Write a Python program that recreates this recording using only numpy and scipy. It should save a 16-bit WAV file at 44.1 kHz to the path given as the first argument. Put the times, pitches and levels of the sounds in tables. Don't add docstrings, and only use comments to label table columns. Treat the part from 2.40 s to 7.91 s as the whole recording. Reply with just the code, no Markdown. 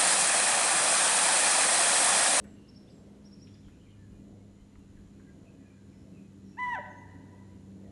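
import sys
import numpy as np
from scipy import signal
from scipy.fft import rfft, irfft, next_fast_len
from scipy.io import wavfile
from scipy.ndimage import map_coordinates

SR = 44100
rng = np.random.default_rng(int(sys.argv[2]) if len(sys.argv) > 2 else 0)


def wrap_up_sound(samples):
    columns = np.atleast_2d(samples).T
    tamed = np.clip(columns, -1, 1)
    steps = np.round(tamed * 32767).astype(np.int16)
    wavfile.write(sys.argv[1], SR, steps)


N = 242991

# (frequency [Hz], relative level [dB])
BUFFET = [(12, -3), (28, -6.5), (42, 8), (70, 8), (110, -29.5), (250, -47.5)]


def amp(db):
    return 10 ** (np.asarray(db) / 20)


def unit(x):
    return x / np.sqrt(np.mean(x ** 2) + 1e-20)


def clock():
    return np.arange(N) / SR


def ramp(start_s, length_s):
    return np.clip((clock() - start_s) / length_s, 0, 1)


def hump(peak_s, length_s):
    return np.exp(-(2 * (clock() - peak_s) / length_s) ** 2)


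def along(points, hz):
    frequencies, values = np.transpose(points)
    return np.interp(np.log(hz + 1), np.log(frequencies + 1), values)


def curves(rows):
    times, *columns = np.transpose(rows)
    return [np.interp(clock(), times, column) for column in columns]


def wobble(rate):
    return map_coordinates(rng.standard_normal(int(N * rate / SR) + 4), [clock() * rate])


def phase_of(hz):
    return 2 * np.pi * np.cumsum(hz) / SR


def filtered(x, response):
    size = next_fast_len(N + SR // 2)
    return irfft(rfft(x, size) * response(np.fft.rfftfreq(size, 1 / SR)), size)[:N]


def noise(spectrum):
    return unit(filtered(rng.standard_normal(N), lambda hz: amp(along(spectrum, hz))))


def echo(x, fade_times, build_s):
    hz, age, bands = signal.stft(rng.standard_normal(2 * SR), SR, nperseg=256)
    fade = amp(-60 * age / along(fade_times, hz)[:, None])
    tail = signal.istft(bands * fade, SR, nperseg=256)[1]
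    tail *= 1 - np.exp(-(np.arange(len(tail)) / SR / build_s) ** 2)
    mids = signal.sosfilt(signal.butter(2, [500, 2500], "band", fs=SR, output="sos"), tail)
    return signal.fftconvolve(x, tail / np.linalg.norm(mids) * np.sqrt(4000 / SR))[:N]


def whine(spacing_hz=995.5, level_db=-87, step_db=-0.71):
    out = np.zeros(N)
    for k in range(2, 12):
        cycles = k * spacing_hz * clock() + rng.random()
        out += amp(level_db + step_db * (k - 1.5)) * np.sin(2 * np.pi * cycles)
    return out


def rumble(trim_db=-1.5, restless_db=0.56):
    # (time [s], level before the trim [dB])
    loudness = [(0.02, -50.5), (0.37, -54), (0.57, -51.5), (1.56, -56), (1.78, -50.5), (2.15, -56.5),
                (2.96, -53), (3.38, -56.5), (3.47, -54), (3.55, -53.5), (3.79, -50), (3.85, -52),
                (5.05, -51.5), (5.48, -52)]
    # (frequency [Hz], relative level [dB])
    spectrum = [(30, -35), (48, -14.5), (66, 0), (100, -4.5), (135, -1.5), (175, 1.5), (220, -7), (270, 2),
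                (340, -8), (420, -11), (560, -24.5), (900, -48.5)]
    level_db, = curves(loudness)
    return amp(level_db + trim_db + restless_db * wobble(8)) * noise(spectrum)


def breeze(start_db=-69.5, growth_db_per_s=2.8, calm_db=-83, puff_db=2.5):
    # (time [s], level [dB])
    leaf_levels = [(0, -70), (1.1, -71), (2.05, -73), (2.6, -71.5), (5.51, -71.5)]
    # (frequency [Hz], relative level [dB])
    leaf_spectrum = [(300, -6.5), (900, 4), (1250, 0.5), (1600, -0.5), (2000, -3), (3000, -4), (3700, -5.5),
                     (4200, -3.5), (4800, -11), (5400, -8), (6500, -7), (7700, -12), (9500, -11.5),
                     (10400, -17.5), (11400, -14), (12100, -41)]
    breeze_db = start_db + growth_db_per_s * clock()
    buffet_db = breeze_db + (calm_db - breeze_db) * ramp(start_s=3.02, length_s=.25)
    buffet = amp(buffet_db + puff_db * wobble(4.5)) * noise(BUFFET)
    hiss_db, = curves(leaf_levels)
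    return buffet + amp(hiss_db) * noise(leaf_spectrum)


def air_bumps():
    # (peak time [s], length [s], level [dB])
    swirls = [(1.29, 0.067, -48.5), (1.73, 0.078, -52), (2.213, .05, -55), (2.394, 0.026, -47.5),
              (2.58, 0.13, -53)]
    return sum(amp(db) * hump(peak_s, length) for peak_s, length, db in swirls) * noise(BUFFET)


def treetops(rest_db=-72, swell_db=13.5):
    # (peak time [s], length [s], strength [0-1])
    swells = [(0.035, 0.3, 0.87), (.64, 0.59, 0.7), (1.924, 0.34, 0.68), (3.107, 0.49, 0.51),
              (3.71, 0.21, 0.58), (4.95, 1, 0.37), (5.5, 0.29, 0.78)]
    # (frequency [Hz], relative level [dB])
    spectrum = [(200, -23.5), (400, -1), (490, 2), (560, -2.5), (680, -3.5), (800, -14.5), (1100, -23),
                (2000, -47)]
    wind = sum(strength * hump(peak_s, length) for peak_s, length, strength in swells)
    return amp(rest_db + swell_db * wind) * noise(spectrum)


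def engine(start_hz=102.5, slowing_hz_per_s=1.05, firing_trim_db=-.5, octave_trim_db=1.0):
    # (time [s], firing level [dB], octave level [dB])
    tone_levels = [(0.0, -74, -55), (0.5, -59.5, -58.5), (0.92, -70, -57), (1.09, -55, -57),
                   (1.38, -63.5, -60.5), (1.6, -51.5, -64), (1.86, -66, -56), (1.95, -52.5, -59),
                   (2.22, -61.5, -60.5), (3.65, -58.5, -58.5), (3.82, -63, -54.5), (4.73, -53.5, -61.5),
                   (5.45, -56.5, -52), (5.51, -52, -55)]
    firing_db, octave_db = curves(tone_levels)
    pitch = start_hz - slowing_hz_per_s * clock()
    phase = phase_of(pitch * (1 + .007 * wobble(16)))
    firing = amp(firing_db + firing_trim_db + wobble(9.9)) * np.sin(phase)
    octave = amp(octave_db + octave_trim_db + 2.5 * wobble(18)) * np.sin(2 * phase)
    return np.sqrt(2) * (firing + octave)


def insect(level_db=-81, wing_hz=92.5, centre_hz=7030, sweep_hz=1100, scatter_hz=100):
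    wing_rate = wing_hz * (1 + .003 * wobble(2))
    stroke = np.cumsum(wing_rate) / SR % 1
    pitch = centre_hz + sweep_hz * (.5 - stroke) + scatter_hz * wobble(270)
    pulses = np.sin(np.pi * stroke) ** 2.6 * amp(1.1 * wobble(90))
    buzz = unit(pulses * np.sin(phase_of(pitch)))
    return amp(level_db) * ramp(start_s=0.56, length_s=0.59) * buzz


def twigs(sharpness=2.34):
    # (time [s], level [dB], centre frequency [Hz], time to fade by 60 dB [s])
    ticks = [(.040, -62.5, 8800, 0.05), (.043, -61.5, 1600, 0.24), (1.07, -63.5, 2740, .17),
             (1.151, -68, 2600, 0.095), (1.283, -64.5, 1600, .08), (2.355, -57, 1350, 0.028),
             (2.797, -63, 1300, .077)]
    out = np.zeros(N)
    for start_s, db, centre_hz, fade_s in ticks:
        age = clock() - start_s
        hiss = rng.standard_normal(N)
        crack = filtered(hiss, lambda hz: 1 / (1 + (sharpness * np.log((hz + 1) / centre_hz)) ** 4))
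        out += (age > 0) * amp(db - 60 * abs(age) / fade_s) * unit(crack)
    return out


def whistles(notes, waver):
    out = np.zeros(N)
    unsteady = 1 + waver * wobble(160)
    for start_s, length, first_hz, last_hz, db in notes:
        progress = np.linspace(0, 1, int(length * SR))
        start = int(start_s * SR)
        span = slice(start, start + len(progress))
        pitch = (last_hz + (first_hz - last_hz) * (1 - progress) ** 2) * unsteady[span]
        swell = np.sqrt(abs(np.sin(np.pi * progress)))
        out[span] += amp(db) * swell * np.sin(phase_of(pitch))
    return out


def far_birds(chatter_count=60, chatter_db=-79):
    # (start [s], length [s], first pitch [Hz], last pitch [Hz], relative level [dB])
    clear_notes = [(.06, .25, 2890, 2775, -73), (1.21, 0.05, 3650, 3100, -70.5),
                   (1.3, 0.03, 3300, 2470, -69), (1.38, 0.045, 3140, 3030, -69),
                   (1.44, .04, 2700, 2150, -68), (1.48, 0.033, 3160, 2970, -67),
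                   (1.55, 0.13, 1776, 1703, -72.5), (2.55, 0.041, 2220, 1497, -67),
                   (2.78, 0.15, 1610, 1590, -69.5), (2.86, 0.028, 2090, 1970, -68),
                   (3.035, 0.054, 2740, 2503, -65), (3.18, 0.1, 2100, 1626, -72),
                   (3.22, .12, 2490, 2350, -73.5), (3.33, .08, 1650, 1608, -69),
                   (3.46, .2, 5250, 5460, -77), (3.51, 0.028, 2415, 2050, -69),
                   (3.72, 0.082, 2650, 2510, -67), (4.03, 0.1, 5500, 5580, -70),
                   (4.12, 0.017, 2720, 2670, -64), (4.49, .03, 6833, 6470, -65),
                   (4.55, .034, 6315, 6290, -65.5), (5.42, .08, 2200, 1756, -71.5)]
    clear = whistles(clear_notes, waver=.025)
    chatter = []
    for when, length, height, slide in rng.random((chatter_count, 4)):
        first_hz = 1500 * 2 ** height
        last_hz = first_hz * 2 ** (0.292 * (.5 - slide))
        chatter.append((5.3 * when, .03 + .05 * length, first_hz, last_hz, chatter_db))
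    return clear + whistles(chatter, waver=0.017)


def near_birds():
    # (start [s], length [s], first pitch [Hz], last pitch [Hz], level [dB])
    thin_notes = [(.015, .15, 8060, 7540, -72), (.492, .14, 7900, 7470, -73.5),
                  (.473, .025, 3250, 3700, -68), (1.112, .055, 3240, 3590, -72.5)]
    # (start [s], length [s], pitch [Hz], level [dB])
    chirps = [(0.277, 0.028, 5630, -52.5), (0.348, 0.034, 5630, -51), (0.497, 0.014, 5140, -56.5),
              (0.842, 0.039, 5800, -53), (0.914, 0.034, 5720, -51.5), (1, 0.052, 5820, -51.5),
              (1.139, 0.0088, 5250, -54)]
    # (progress [0-1], share of the pitch [0-1], level change [dB])
    arch = [(0, .79, -20), (.25, .9, -12.5), (.55, .97, -4.5), (.72, 0.98, -9), (.87, .94, -6),
            (1, .76, -21)]
    steps, pitch_share, arch_db = np.transpose(arch)
    out = whistles(thin_notes, waver=0.006)
    for start_s, length, hz, db in chirps:
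        progress = np.linspace(0, 1, int(length * SR))
        pitch = hz * np.interp(progress, steps, pitch_share)
        loudness = amp(db + np.interp(progress, steps, arch_db))
        out[int(start_s * SR):][:len(progress)] += loudness * np.sin(phase_of(pitch))
    return out


def deer(tight_rough=0.037, slack_rough=0.39, crack_s=4.328, release_s=.009):
    # (time [s], pitch [Hz], level [dB], overtone boost [dB])
    yelp = [(4.171, 816, -60, 2), (4.191, 992.7, -37, -2.5), (4.237, 998, -34, 1),
            (4.282, 980, -35.5, -6.5), (4.305, 975, -37, 1), (4.333, 953.5, -34.5, -0.5),
            (4.342, 890, -38, -0.5), (4.353, 900, -35, 1.5), (4.361, 762, -43, 3.5),
            (4.382, 762, -43.5, -3.5), (4.388, 587, -42.5, -5), (4.413, 580, -47, -20)]
    # (frequency [Hz], relative level [dB])
    throat = [(1100, -18.5), (1550, -1), (2000, -1), (2350, -21.5), (2720, -17.5), (3000, -24), (3700, -30),
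              (4000, -37), (4800, -64), (6000, -44.5), (7300, -52), (8900, -41), (10000, -72)]
    # (frequency [Hz], relative level [dB])
    breath_spectrum = [(400, -15), (800, -4.5), (1600, 4), (2400, -17), (3400, -3), (4700, -25),
                       (5900, -7.5), (7300, -23), (8500, -13.5), (11000, -53)]
    pitch, level_db, overtone_db = curves(yelp)
    start_s, end_s = yelp[0][0], yelp[-1][0]
    sounding = (clock() > start_s) * (1 - ramp(end_s - release_s, release_s))
    rough = tight_rough + (slack_rough - tight_rough) * ramp(crack_s, length_s=0.036)
    shake = 1 + 0.084 * rough * wobble(450) + 0.0056 * wobble(900)
    flutter = amp(7 * rough * wobble(350))
    phase = phase_of(pitch * shake)
    overtones = sum(amp(along(throat, k * pitch)) * np.cos(k * phase) for k in range(2, 11))
    voice = -np.sqrt(2) * (np.cos(phase) + amp(overtone_db) * overtones) * flutter
    voice *= 1 + 0.28 * rough * wobble(120) * np.cos(phase / 2)
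    puffs = 1 + .5 * np.sin(phase)
    flow = (pitch / pitch.max()) ** 3 * amp(3 * wobble(70))
    breath = amp(-25) * flow * (1 + 3.2 * rough) * noise(breath_spectrum) * puffs
    return sounding * amp(level_db) * (voice + breath)


def scene():
    # (frequency [Hz], time to fade by 60 dB [s])
    thicket = [(300, 0.24), (1000, 0.33), (2000, 0.26), (4000, 0.32), (10000, .1)]
    # (frequency [Hz], time to fade by 60 dB [s])
    wood = [(200, 0.83), (600, 2.2), (1000, 1.66), (2000, 1.55), (3000, 1.1), (5500, 0.8), (10000, 0.37)]
    yelp = deer()
    call = yelp + amp(-9) * echo(yelp, thicket, build_s=.12)
    call += amp(-14) * echo(yelp, wood, build_s=.075)
    near, far = near_birds(), far_birds()
    birds = near + amp(-1) * echo(near, wood, build_s=0.0037)
    birds += amp(1) * echo(far, thicket, build_s=0.0023)
    birds += amp(-7.5) * echo(far, wood, build_s=0.0028)
    ticks = twigs()
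    undergrowth = ticks + amp(-6.5) * echo(ticks, wood, build_s=0.0081)
    background = insect() + engine() + treetops() + rumble() + breeze() + air_bumps() + whine()
    return (background + undergrowth + birds + call)[None]


def record(dry, top_hz=12100):
    return filtered(dry[0], lambda hz: hz < top_hz)[None]


dry = scene()
out = record(dry)
wrap_up_sound(out)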